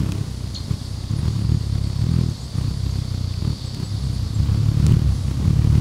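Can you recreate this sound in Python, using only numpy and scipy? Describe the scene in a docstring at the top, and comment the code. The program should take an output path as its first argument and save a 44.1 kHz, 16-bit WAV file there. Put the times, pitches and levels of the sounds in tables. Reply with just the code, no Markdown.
"""Low fluttering hums swell and dart past close by: hummingbirds around a feeder on a veranda.
Each wing stroke is a soft pulse of locked wingbeat multiples, a puff of shaped noise and feather flicks.
Beaks and feathers tick as snaps or short rings, and chips are gliding sines; both get diffuse echoes.
Behind them, filtered noise makes leaf hiss and an insect chorus, sines make thin high tones,
and two more birds hum farther off."""
import sys
import numpy as np
from scipy import signal
from scipy.fft import rfft, irfft, next_fast_len
from scipy.io import wavfile

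SR = 44100
rng = np.random.default_rng(int(sys.argv[2]) if len(sys.argv) > 2 else 0)


def wav_out(sig):
    """Save sig, one row per channel (or a flat mono array), as 16-bit PCM at SR to the path in sys.argv[1]."""
    wavfile.write(sys.argv[1], SR, np.round(np.clip(np.atleast_2d(sig).T, -1, 1) * 32767).astype(np.int16))


N = 255942
T = np.arange(N) / SR


def gain_of(db):
    """Decibels to gain."""
    return 10 ** (np.asarray(db) / 20)


def evened(x):
    """Scales to rms 1."""
    return x / np.sqrt(np.mean(x ** 2) + 1e-20)


def add(mix, start_s, sound):
    """Mixes a sound in at start_s seconds, cut at the end of the mix."""
    part = mix[round(start_s * SR):][:len(sound)]
    part += sound[:len(part)]


def noise(points, size=N):
    """Steady noise of rms 1, its spectrum drawn through (frequency [Hz], relative density [dB])."""
    point_hz, point_db = np.transpose(points)
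    count = next_fast_len(size)
    hz = np.fft.rfftfreq(count, 1 / SR)
    shape_db = np.interp(np.log(hz + 1), np.log(point_hz + 1), point_db)
    spectrum = rfft(rng.standard_normal(count)) * gain_of(shape_db)
    return evened(irfft(spectrum, count)[:size])


def drift(hz, t=T):
    """Slow chance wandering with rates up to hz, rms about 1."""
    curve = evened(signal.resample(rng.standard_normal(200), 4000))
    return np.interp(t * hz * 40 % 4000, np.arange(4000), curve)


def ring(x, hz, width):
    """Two-pole resonance of peak gain 1, width in Hz."""
    return signal.lfilter(*signal.iirpeak(hz, hz / width, SR), x)


def leaf_hiss():
    """Leaves in the trees hiss as broad noise whose level wanders slightly."""
    # hiss spectrum: (frequency [Hz], relative density [dB])
    leaf_spectrum = [(120, -18), (200, 8.5), (359, -4.5), (863, -11.5), (929, -11.5), (1100, -12),
                     (1440, -18.5), (2080, -17), (2490, -22.5), (3400, -14.5), (4480, -10.5), (11200, -25),
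                     (15800, -42)]
    level_db = -40.5 + 0.84 * drift(hz=4.)
    return gain_of(level_db) * noise(leaf_spectrum)


def insect_chorus():
    """Many insects merge into narrow bands of noise, each shimmering in level."""
    # level of the whole chorus: (time [s], level [dB])
    chorus_level = [(0, -63), (.6, -47), (1.5, -46), (2.5, -45.5), (3.5, -43.5), (3.65, -40.5),
                    (3.8, -43.5), (4.6, -47.5), (5.1, -53.5), (5.8, -56)]
    # chorus bands: (centre [Hz], width of each of two filter passes [Hz], relative level [dB])
    insect_bands = [(4480, 600, 0.5), (4788, 110, -5.5), (5190, 620, -6.5), (3730, 970, -3.5),
                    (4443, 21, -8), (4680, 45, -8.5), (4860, 25, -12.5), (4350, 30, -9)]
    chorus = np.zeros(N)
    for hz, width, db in insect_bands:
        band = ring(ring(rng.standard_normal(N), hz, width), hz, width)
        chorus += gain_of(db + 1.8 * drift(hz=25.)) * evened(band)
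    return evened(chorus) * gain_of(np.interp(T, *np.transpose(chorus_level)))


def faint_tones():
    """Thirty faint high sines come and go by chance, each wavering in phase."""
    # the spread of tones: lowest [Hz], highest [Hz], gain ahead of the chance swells [dB]
    low_hz, high_hz, gain_db = 6500, 11400, -63
    pitches = np.linspace(low_hz, high_hz, 30) + rng.uniform(-80, 80, 30)
    tones = np.zeros(N)
    for hz in pitches:
        swell = np.clip(drift(hz=4.) - .7, 0, 1)  # silent unless the drift is high
        tones += swell * np.sin(2 * np.pi * hz * T + .6 * drift(hz=8.))
    return gain_of(gain_db) * tones


def thin_tones():
    """Thin high tones: sines of steady pitch that fade in and out and flicker."""
    # clearest high tones: (start [s], end [s], pitch [Hz])
    high_tones = [(0, 1.1, 10800), (.05, 1.05, 9430), (0.698, 1.26, 8550), (.9, 1.7, 6740),
                  (1.0, 2.0, 9360), (1.545, 2.6, 8400), (2.0, 3.12, 9360), (3.7, 4.27, 10900),
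                  (3.8, 4.26, 9360), (4.6, 5.2, 10651), (5.1, 5.482, 9360)]
    out = np.zeros(N)
    for start, end, hz in high_tones:
        fade = np.clip(np.minimum(T - start, end - T) / .08, 0, 1)
        level_db = -61 + 3 * drift(hz=7.)
        out += fade * gain_of(level_db) * np.sin(2 * np.pi * hz * T + 1.6 * drift(hz=10.))
    return out


def far_birds():
    """Two more birds hover farther off, their wingbeat and level wandering."""
    # level that both wander around: (time [s], level [dB])
    far_level = [(0, -39.5), (.9, -41), (1.3, -35), (2.2, -48), (2.5, -36.5), (3.3, -42.5), (3.7, -36.5),
                 (4.5, -30.5), (5.0, -31), (5.8, -28.5)]
    level_db = np.interp(T, *np.transpose(far_level))
    out = np.zeros(N)
    for hz in (31., 35.):
        wingbeat_hz = hz + 1.2 * drift(hz=1.5)
        out += wings(T, wingbeat_hz, level_db + 2 * drift(hz=3.), -.5, uneven_db=2.5)
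    return out


def chips():
    """Short bird whistles: sines that glide in pitch, lose level and have soft ends."""
    # chips: (start [s], length [s], start pitch [Hz], end pitch [Hz], level ahead of the fall [dB])
    calls = [(0.545, 0.0045, 7500, 5140, -27.5), (0.546, 0.014, 4960, 2600, -25.5),
             (0.56, 0.0081, 4280, 4300, -22.5), (1.161, 0.048, 10530, 10400, -44),
             (1.18, 0.034, 9800, 9600, -45), (2.4, .055, 6960, 6950, -46), (2.435, 0.034, 7900, 7750, -47),
             (2.563, 0.045, 9800, 8500, -46), (2.9, 0.033, 6500, 6300, -44), (3.653, 0.03, 8020, 8050, -43),
             (3.83, 0.058, 7900, 7850, -45), (4.028, 0.039, 9400, 6700, -44), (4.128, .03, 9400, 9300, -45),
             (4.342, 0.019, 7600, 7500, -40)]
    out = np.zeros(N)
    for start, length, start_hz, end_hz, db in calls:
        u = np.linspace(0, 1, round(length * SR))
        glide_hz = start_hz + (end_hz - start_hz) * u
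        whistle = np.sin(2 * np.pi * np.cumsum(glide_hz) / SR)
        add(out, start, gain_of(db - 9. * u) * whistle * signal.windows.tukey(len(u), .5))
    return out


def ticks():
    """Beaks and feathers tick: a down-up snap, or a softer brush of grit with a short ring."""
    # ticks: (start [s], gain [dB], ring pitch [Hz], snap share [0-1])
    taps = [(0.121, -14, 2530, 0.8), (0.719, -35, 7140, 0.2), (1.115, -35, 6900, 0.2),
            (2.299, -36, 6500, 0.1), (3.339, -32.5, 2595, 0.24), (3.747, -19.5, 7450, 0.92),
            (4.866, -9.5, 7890, 0.99), (4.923, -27, 2980, 0)]
    out, t = np.zeros(N), np.arange(400) / SR
    snap_hz = 6500
    snap = -np.sin(2 * np.pi * snap_hz * t) * (t < 1 / snap_hz)  # a single cycle
    for start, db, hz, share in taps:
        grit = 0.52 * rng.standard_normal(400) * np.exp(-t / 0.0011)
        ringing = 1.3 * np.sin(2 * np.pi * hz * t) * np.exp(-t / 0.0014)
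        brush = np.clip(1 - share, 0, 1) * (grit + ringing)
        add(out, start, gain_of(db) * (share * snap + brush))
    return out


def veranda(x, t60=0.18):
    """Diffuse echoes from roof, wall and trees: a decaying noise tail centred on 5 kHz."""
    t = np.arange(SR // 2) / SR
    tail = rng.standard_normal(len(t)) * gain_of(-60 * t / t60) * (t > .006)
    echo = ring(tail, 5000., 4000.) / np.linalg.norm(tail)
    return signal.fftconvolve(x, echo)[:N]


def flicks(beat):
    """Feathers flick at random, mostly as the wing turns: a dry edge and a short ring, sizes uneven."""
    flicks_per_s = 90.  # on average
    chance = flicks_per_s / SR * 2 * np.cos(beat - .9) ** 2
    draw, size = rng.random(len(beat)), rng.exponential(1, len(beat))
    strength = gain_of(3.4 * np.minimum(size, 2.4))
    clicks = (draw < chance) * strength * rng.choice([-1, 1], len(beat))
    edge = np.convolve(clicks, [-.5, -.5, .5, .5], "same")
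    ringing = ring(clicks, 1150., 600)
    return gain_of(-30.) * (.35 * edge + 20 * ringing)


def wings(t, hz, level_db, sharp_db, uneven_db, whoosh_db=-13.0):
    """Locked multiples of the wingbeat make the pulse; turbulence puffs on the down and up stroke."""
    # pulse of one stroke: (multiple of the wingbeat, relative level [dB])
    stroke = [(1, -15), (2, -4), (3, -1.5), (4, -4.5), (5, -11.5), (6, -16), (7, -24.5), (8, -23),
              (9, -23.5), (10, -36.5), (12, -36)]
    # turbulence spectrum: (frequency [Hz], relative density [dB])
    whoosh = [(45, -49), (70, -2.5), (150, -0.5), (300, -12), (550, -23), (800, -27.5), (1100, -23),
              (1700, -32), (3000, -31.5), (6000, -40.5), (15000, -49)]
    beat = 2 * np.pi * (np.cumsum(hz) / SR + rng.random())

    skew, spread = -1.55, .04  # [rad]: puts a dip before the peak; phase slip per multiple
    order, order_db = np.transpose(stroke)
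    hum = np.zeros(len(t))
    for k in range(1, 13):
        wobble_db = uneven_db * drift(9., t)  # the wing angle shifts each multiple a little
        slip = spread * k * drift(6., t)
        db = np.interp(k, order, order_db) + sharp_db * (k - 3) + wobble_db
        hum += np.sqrt(2) * gain_of(db) * np.cos(k * beat + skew + slip)

    down, up, lag = .45, .3, .5  # depth of the puffs once and twice a beat; their phase [rad]
    gate = np.exp(down * np.cos(beat + lag) + up * np.cos(2 * (beat + lag)))
    gust_db = 1.74 * np.clip(drift(12., t), -2, 1.5)
    puffs = gate * noise(whoosh, size=len(t)) * gain_of(whoosh_db + 2.36 * sharp_db + gust_db)
    puffs += flicks(beat) * gain_of(1.7 * (hz - 38))  # faster wings flick harder
    puffs *= gain_of(-.25 * (level_db + 20.5))  # puffs and flicks grow less than the hum as a bird nears
    return gain_of(level_db) * (hum + puffs)


def faded(t, sound):
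    """Fades a flight in and out; one already under way starts at full level."""
    fade_s = 0.036
    under_way = t[0] < .02
    edge = np.minimum(t - t[0] + under_way, t[-1] - t)
    return t[0], sound * np.clip(edge / fade_s, 0, 1)


def hover(arrive, leave, hz_in, hz_out, db_in, db_out, sharp_db):
    """A bird holds still: wingbeat and level slide evenly over the stay and bob a little."""
    t = np.arange(arrive, leave, 1 / SR)
    hz = np.linspace(hz_in, hz_out, len(t)) + 0.387 * drift(3., t)
    level_db = np.linspace(db_in, db_out, len(t)) + 1.83 * drift(8., t)
    return faded(t, wings(t, hz, level_db, sharp_db, uneven_db=0.16))


def hovering_birds():
    """Birds hold still near the feeder, each stay a hum of its own."""
    # stays: (arrive [s], leave [s], wingbeat on arriving [Hz], on leaving [Hz],
    #         level on arriving [dB], on leaving [dB], sharpness [dB per multiple])
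    stays = [(0, .3, 35, 31.2, -25.5, -32, 1.5), (0, 0.297, 36.9, 35, -32.5, -33, 2),
             (0.258, 0.687, 32.33, 28.8, -26.5, -33, 0.2), (0.779, 1.09, 31.16, 31, -35, -28, -0.6),
             (1.081, 1.236, 36.14, 37, -22, -27, -0.03), (1.31, 1.483, 36.43, 35.5, -27.5, -26, 0.36),
             (1.57, 2.056, 34.76, 32.8, -24, -22.5, -0.46), (2.363, 2.536, 30.8, 34, -37, -37, -1),
             (2.62, 3.428, 33.2, 29.7, -27, -26.5, -0.17), (3.898, 4.313, 34.51, 28.3, -24, -31.5, -0.55),
             (4.36, 4.977, 34.15, 36.5, -23.5, -19.5, -0.35), (5.03, 5.228, 33.3, 31.7, -21.5, -31, -1.1),
             (5.23, 5.5, 31.26, 36.5, -24, -24, 0.44), (5.36, 5.585, 36.3, 37, -23, -21.5, 0.25),
             (5.547, 5.854, 37.42, 37.2, -17.5, -17.5, -0.4)]
    out = np.zeros(N)
    for stay in stays:
        add(out, *hover(*stay))
    return out


def dart(nearest, approach, retreat, top_hz, top_db, sharp_db):
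    """A bird darts past: wingbeat and level share one arch that peaks as it is nearest."""
    fall_db, sag = -10.5, 0.1514  # at both ends: level drop [dB], wingbeat drop [share]
    t = np.arange(nearest - approach, nearest + retreat, 1 / SR)
    away = np.where(t < nearest, (nearest - t) / approach, (t - nearest) / retreat) ** 2
    hz = top_hz * (1 - sag * away)
    level_db = top_db + fall_db * away
    return faded(t, wings(t, hz, level_db, sharp_db, uneven_db=0.88))


def darting_birds():
    """Birds dart past, each a brief swell of wingbeat and level."""
    # passes: (nearest [s], approach [s], retreat [s], top wingbeat [Hz], top level [dB],
    #          sharpness [dB per multiple])
    passes = [(.722, 0.058, 0.048, 34.7, -21, .6), (1.27, 0.083, 0.066, 40.06, -20.5, -0.03),
              (1.53, 0.087, 0.072, 38.58, -19, -0.2), (2.15, .17, 0.198, 41.44, -19, -0.17),
              (2.586, 0.072, 0.11, 33.33, -22.5, 0.36), (3.47, 0.083, 0.089, 37.48, -21, 0.68),
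              (3.83, .1, 0.052, 33.1, -26.5, 1.5), (4.5, 0.062, .05, 36.6, -26.5, 0),
              (4.92, .11, .15, 40.57, -17, 0.13)]
    out = np.zeros(N)
    for flight in passes:
        add(out, *dart(*flight))
    return out


def scene():
    """Trees and far birds behind, calls and ticks with echoes, birds near."""
    behind = leaf_hiss() + insect_chorus() + faint_tones() + thin_tones() + far_birds()
    calls, snaps = chips(), ticks()
    echoes = veranda(gain_of(-0.5) * calls + gain_of(-29.0) * snaps)
    near = hovering_birds() + darting_birds()
    return (behind + calls + snaps + echoes + near)[None]


def record(dry):
    """The microphone rolls off the deep bass; then a steep low-pass limits the band."""
    x = signal.sosfilt(signal.butter(2, 30., "high", fs=SR, output="sos"), dry)
    edge_hz = 15780
    low_pass = signal.firwin(1023, edge_hz, window=("kaiser", 9), fs=SR)
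    return signal.oaconvolve(x, low_pass[None], "same")


dry = scene()
out = record(dry)
wav_out(out)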